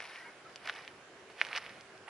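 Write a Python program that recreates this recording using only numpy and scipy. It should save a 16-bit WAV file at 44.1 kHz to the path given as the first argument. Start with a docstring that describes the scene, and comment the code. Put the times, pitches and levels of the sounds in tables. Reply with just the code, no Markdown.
"""Crunching footsteps pass close by on a gravel path, left to right, over the wash of a distant city.
Hard-soled shoes land on the heel, roll down and push off, pressing small grit into thousands of tiny
clicks that blend into a crunch. Single stones snap under the sole, and the swinging foot flicks pebbles
away. The path and the dry grass throw a little sound back. Far behind are steady traffic, a low hum
and a few faint, brief tones."""
import sys
import numpy as np
from scipy import signal
from scipy.fft import rfft, irfft
from scipy.io import wavfile
from scipy.ndimage import uniform_filter1d, map_coordinates

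SR = 44100
rng = np.random.default_rng(int(sys.argv[2]) if len(sys.argv) > 2 else 0)


def master_out(mix):
    """Clip the mix to full scale and print it as 16-bit PCM to the path in sys.argv[1]."""
    frames = np.transpose(np.atleast_2d(mix))
    ceiling = np.clip(frames, -1, 1)
    pcm = np.round(ceiling * 32767).astype(np.int16)
    wavfile.write(sys.argv[1], SR, pcm)


N = 92213

# The tone of the distant traffic, from bass to treble: pitch_hz, relative_level_db
CITY_COLOUR = [(15, -57), (25, -50), (54, -23.5), (128, -9.5), (254, -10), (391, -5.5), (433, -5),
               (480, -4.5), (651, -5.5), (703, -4.5), (862, -10.5), (930, -9.5), (1550, -7), (3160, -15.5),
               (3410, -19), (5260, -21), (11000, -32), (14300, -85), (22000, -120)]
# How alike the traffic is on the left and right: pitch_hz, likeness_0_to_1
CITY_SIDES_ALIKE = [(60, 0.99), (140, 1), (340, 0.98), (810, 0.85), (1920, 0.48), (4570, 0.074),
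                    (10900, 0.01)]
# Which side the traffic leans to: pitch_hz, left_minus_right_db
CITY_LEAN = [(100, -0.5), (500, 0), (2000, -3.5), (9000, 0)]
# Faint far-off tones: middle_s, half_length_s, pitch_hz, level_db
FAR_TONES = [(0.21, 0.081, 1560, -60), (0.22, 0.048, 1900, -56), (0.29, 0.037, 2160, -58.5),
             (0.274, 0.016, 975, -54.5), (.466, 0.018, 1340, -57.5)]
# The part of the thrown-back sound that differs between left and right: pitch_hz, gain_db
SCATTER_WIDTH = [(300, -40), (2000, -15), (5000, -5.5), (10000, 3)]
# Where the walker is heard: time_s, left_minus_right_db, left_delay_s
WALKER_PATH = [(0, 1, -.00003), (.7, -1, 0), (1.41, -4, .000015), (1.58, -2, .00001), (2.09, -7, .00004)]
# Loose pebbles flicked by the swinging foot: start_s, level_db
PEBBLE_FLICKS = [(0.496, -49.5), (0.5262, -50), (0.5589, -33), (1.8093, -41.5), (1.9777, -48)]
# The pitches a pebble rings with: pitch_hz, relative_level_db, fade_cycles
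PEBBLE_RINGS = [(2600, -1, 0.27), (4870, -5, 1.04), (6020, -8, 0.52), (8300, -13.5, .22)]
# Hard contacts under the shoe: single stones snapping under the sole, plus the heel striking at 1.41 s (the
# loudest row): start_s, level_db, ring_pitch_hz, crack_against_ring_db
STONE_SNAPS = [ (0.0035, -26.5, 2010, -6.5), (0.0217, -35, 2140, -16), (0.0537, -34.5, 2200, -4),
               (0.159, -33, 2240, -14), (0.1659, -45, 2500, 5), (0.5766, -41.5, 2200, -18),
               (0.6563, -35, 2830, -1), (0.6739, -27, 2350, -4), (0.6759, -26.5, 1550, -10),
               (0.6860, -31, 1690, -20), (0.6890, -26.5, 2900, -7), (0.6915, -42, 2170, -14),
               (0.6964, -21.5, 2780, -15), (0.6966, -20.5, 1480, -12), (0.7003, -32, 1760, -14),
               (0.7265, -38.5, 2800, -19), (0.7396, -37, 2940, -1), (0.762, -34, 2800, -7),
               (0.7919, -37, 1450, -17), (0.8494, -39, 2480, -8), (0.8777, -28.5, 2350, -9),
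               (1.3992, -33, 2480, -12), (1.41, -36, 2600, -4), (1.4143, -8.5, 1980, -19.5),
               (1.419, -38, 1930, -18), (1.4499, -27.5, 2500, -6), (1.4677, -32.5, 1500, -1.5),
               (1.4880, -32.5, 2500, -4), (1.5116, -36, 1160, -15), (1.5301, -21.5, 2210, -23),
               (1.5512, -27, 2270, -14), (1.5628, -24.5, 2500, -8), (1.5712, -28, 2280, -16),
               (1.5748, -22.5, 2180, -27), (1.5762, -29, 2250, -5), (1.5826, -28, 1280, -7),
               (1.5853, -31, 1890, -14), (1.6637, -30, 2250, -15), (1.6942, -40, 2000, -1), ]
# The tone shaping applied to all those snaps: pitch_hz, gain_db
STONE_TONE = [(150, -1), (420, 4), (950, -1), (2100, 0), (3100, -2), (4200, 0), (5600, -3), (7500, -3),
              (11000, -7)]
# Each press of a shoe on the grit (heel, sole, toe, push-off) over four steps:
# peak_s, rise_s, fall_s, level_db, grain_pitch_hz
SHOE_PRESSES = [ (0.004, 0.013, 0.14, -47.5, 2010), (0.159, 0.1, 0.084, -51, 1990),
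                (0.661, 0.017, 0.014, -44.5, 1940), (0.693, 0.012, 0.014, -41.5, 1790),
                (0.762, 0.11, 0.097, -49.5, 1980), (1.302, 0.0044, 0.014, -53, 1780),
                (1.403, 0.021, 0.086, -46.5, 2200), (1.518, 0.072, 0.032, -46.5, 1730),
                (1.564, 0.016, 0.0066, -34.5, 2215), (1.576, 0.01, 0.0057, -33.5, 1990),
                (1.638, 0.086, 0.12, -49.5, 1926), (2.082, 0.006, .05, -46, 1580), ]
# The tone shaping applied to the whole crunch: pitch_hz, gain_db
GRIT_TONE = [(100, -16), (350, -1), (600, 2), (950, 1.5), (1250, -1), (2000, 0), (2700, 0), (3500, -3.5),
             (4400, -1), (5600, 1.5), (7000, -6.5), (11000, 17)]


def amp(db):
    """Turns decibels into a number to multiply by."""
    return 10 ** (np.asarray(db) / 20)


def unit(x):
    """Scales a signal to an average strength (rms) of 1."""
    return x / np.sqrt(np.mean(x ** 2) + 1e-20)


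def look_up(table, hz):
    """Reads a table between its rows, on a musical (logarithmic) pitch scale."""
    pitches, values = np.transpose(table)
    return np.interp(np.log(hz + 1), np.log(pitches + 1), values)


def colour(x, table):
    """Makes each pitch louder or softer by a table of pitch_hz, gain_db."""
    size = 2 * N
    gain = amp(look_up(table, np.fft.rfftfreq(size, 1 / SR)))
    return irfft(rfft(x, size) * gain, size)[..., :N]


def add(mix, start_s, sound):
    """Mixes a sound in at the given time."""
    part = mix[max(round(start_s * SR), 0):][:len(sound)]
    part += sound[:len(part)]


def drift(samples):
    """A slow random wobble: noise averaged over this many samples."""
    return unit(uniform_filter1d(rng.standard_normal(N), size=samples))


def wavering_tone(hz, wander_hz):
    """A tone whose pitch wanders at random."""
    pitch_hz = hz + wander_hz * drift(500)
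    return np.sqrt(2) * np.sin(2 * np.pi * np.cumsum(pitch_hz) / SR)


def ping(hz, fade_cycles):
    """One hard contact: a tiny ring that swells and dies, lasting longer with more fade_cycles."""
    cycles = hz * np.arange(500) / SR
    age = cycles / fade_cycles
    wave = np.gradient(age ** 4 * np.exp(-age) * np.sin(2 * np.pi * cycles))
    return wave / abs(wave).max()


def city_traffic(level_db=-55, patchy_db=1.56):
    """Distant traffic blends into a smooth wash of noise with slight drifting patches."""
    frames, hz = N // 256 + 5, np.fft.rfftfreq(1024, 1 / SR)
    a, b, c, d, patches = rng.standard_normal((frames, len(hz), 5)).T
    patches = uniform_filter1d(patches, size=10, axis=0)  # smooth across pitch
    patches = unit(uniform_filter1d(patches, size=16, axis=1))  # and across time
    alike = look_up(CITY_SIDES_ALIKE, hz)[:, None]
    left = a + 1j * b
    right = alike * left + np.sqrt(1 - alike ** 2) * (c + 1j * d)
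    spectrum = np.array([left, right]) * amp(look_up(CITY_COLOUR, hz)[:, None] + patchy_db * patches)
    spectrum *= amp(np.array([[1], [-1]]) * look_up(CITY_LEAN, hz) / 2)[:, :, None]
    wash = signal.istft(spectrum, nperseg=1024, noverlap=768)[1][:, :N]
    return amp(level_db) * unit(wash)


def far_hum(level_db=-70, swell=0.4):
    """A low, far-off hum that comes and goes."""
    return amp(level_db) * wavering_tone(hz=383.8, wander_hz=13.22) * (1 + swell * drift(6000))


def far_tones(flutter=0.42):
    """A few faint tones from far away swell, flutter and fade."""
    t = np.arange(N) / SR
    out = np.zeros(N)
    for middle_s, half_s, hz, db in FAR_TONES:
        swell = np.exp(-.5 * ((t - middle_s) / half_s) ** 2) * (1 + flutter * drift(600))
        out += amp(db) * swell * wavering_tone(hz, wander_hz=43.5)
    return out


def ground_scatter(x, level_db=-15, die_away_s=0.05, delay_s=.0012, spread_s=.007):
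    """The path and dry grass add a faint, short echo to a sound; gives left and right."""
    t = np.arange(6000) / SR
    tails = rng.standard_normal((2, len(t))) * amp(-60 * t / die_away_s) * (t > delay_s)
    tails[1] *= np.exp(-t / spread_s)  # the two sides differ only at the start of the echo
    shared, difference = (signal.oaconvolve(x, tail / np.linalg.norm(tail))[:N] for tail in tails)
    middle = x + amp(level_db) * shared
    side = colour(difference, SCATTER_WIDTH)
    return np.array([middle + side, middle - side])


def walk_past(pair):
    """Moves the steps from left to right: the nearer side hears them louder and a little sooner."""
    sides, t = np.array([[1], [-1]]), np.arange(N) / SR
    times_s, lean_db, left_delay_s = np.transpose(WALKER_PATH)
    positions = (t - sides * np.interp(t, times_s, left_delay_s) / 2) * SR
    delayed = np.array([map_coordinates(x, [at], order=3) for x, at in zip(pair, positions)])
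    return delayed * amp(sides * np.interp(t, times_s, lean_db) / 2)


def flicked_pebbles():
    """Small pebbles click against each other with a high, stony ring."""
    out = np.zeros(N)
    click = sum(amp(db) * ping(hz, fade_cycles) for hz, db, fade_cycles in PEBBLE_RINGS)
    for start_s, db in PEBBLE_FLICKS:
        add(out, start_s, amp(db) * click)
    return out


def snapping_stones(knock_db=-22):
    """Each stone under the sole, and the hard heel striking, gives a short ring, a bright crack and a dull
    knock on the ground."""
    out = np.zeros(N)
    knock = amp(knock_db) * ping(hz=625, fade_cycles=.13)
    for start_s, db, ring_hz, crack_db in STONE_SNAPS:
        ring = ping(ring_hz, fade_cycles=.28)
        crack = amp(crack_db) * ping(hz=4300, fade_cycles=.24)
        add(out, start_s, amp(db) * (ring + knock + crack))
    return colour(out, STONE_TONE)


def grit_crunch(peak_s, rise_s, fall_s, db, hz, grains_per_s=6000, spread_db=3, spread_octaves=0.65):
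    """Thousands of tiny contacts of many pitches swell and fade with the weight on the shoe."""
    kinds, soil_db, sand_db = 24, -16, -51
    t = np.arange(N) / SR - peak_s
    load = amp(db) * np.exp(np.minimum(t / rise_s, -t / fall_s))
    struck = rng.random(N) < grains_per_s / SR
    kind = rng.integers(0, kinds, N)
    strength = amp(spread_db * np.minimum(rng.exponential(1, N), 3.5))
    hits = struck * strength * rng.choice([-1, 1], N)
    # Each kind of grain has its own pitch: most lie near hz, a few far above or below.
    rank = (np.arange(kinds) + .5) / kinds
    octaves = spread_octaves * .5 * np.log(rank / (1 - rank))
    grains = [unit(ping(pitch, fade_cycles=.35)) for pitch in np.minimum(hz * 2 ** octaves, SR / 4)]
    grit = unit(sum(signal.oaconvolve(hits * (kind == k), grain)[:N] for k, grain in enumerate(grains)))
    # Packed soil answers each contact dully; fine sand hisses under even a light load.
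    soil = unit(signal.oaconvolve(hits, ping(hz=583, fade_cycles=.29))[:N])
    sand = unit(signal.oaconvolve(hits, ping(hz=8000, fade_cycles=.3))[:N])
    return load * (grit + amp(soil_db) * soil) + amp(sand_db) * load ** 0.59 * sand


def scene():
    """The walker in front of the distant city."""
    crunch = colour(sum(grit_crunch(*press) for press in SHOE_PRESSES), GRIT_TONE)
    steps = ground_scatter(crunch + snapping_stones() + flicked_pebbles())
    return walk_past(steps) + city_traffic() + far_hum() + far_tones()


def record(dry):
    """Cuts away the highest treble."""
    low_pass = signal.firwin(401, cutoff=11200, window=("kaiser", 9), fs=SR)
    return signal.oaconvolve(dry, low_pass[None], "same")


dry = scene()
out = record(dry)
master_out(out)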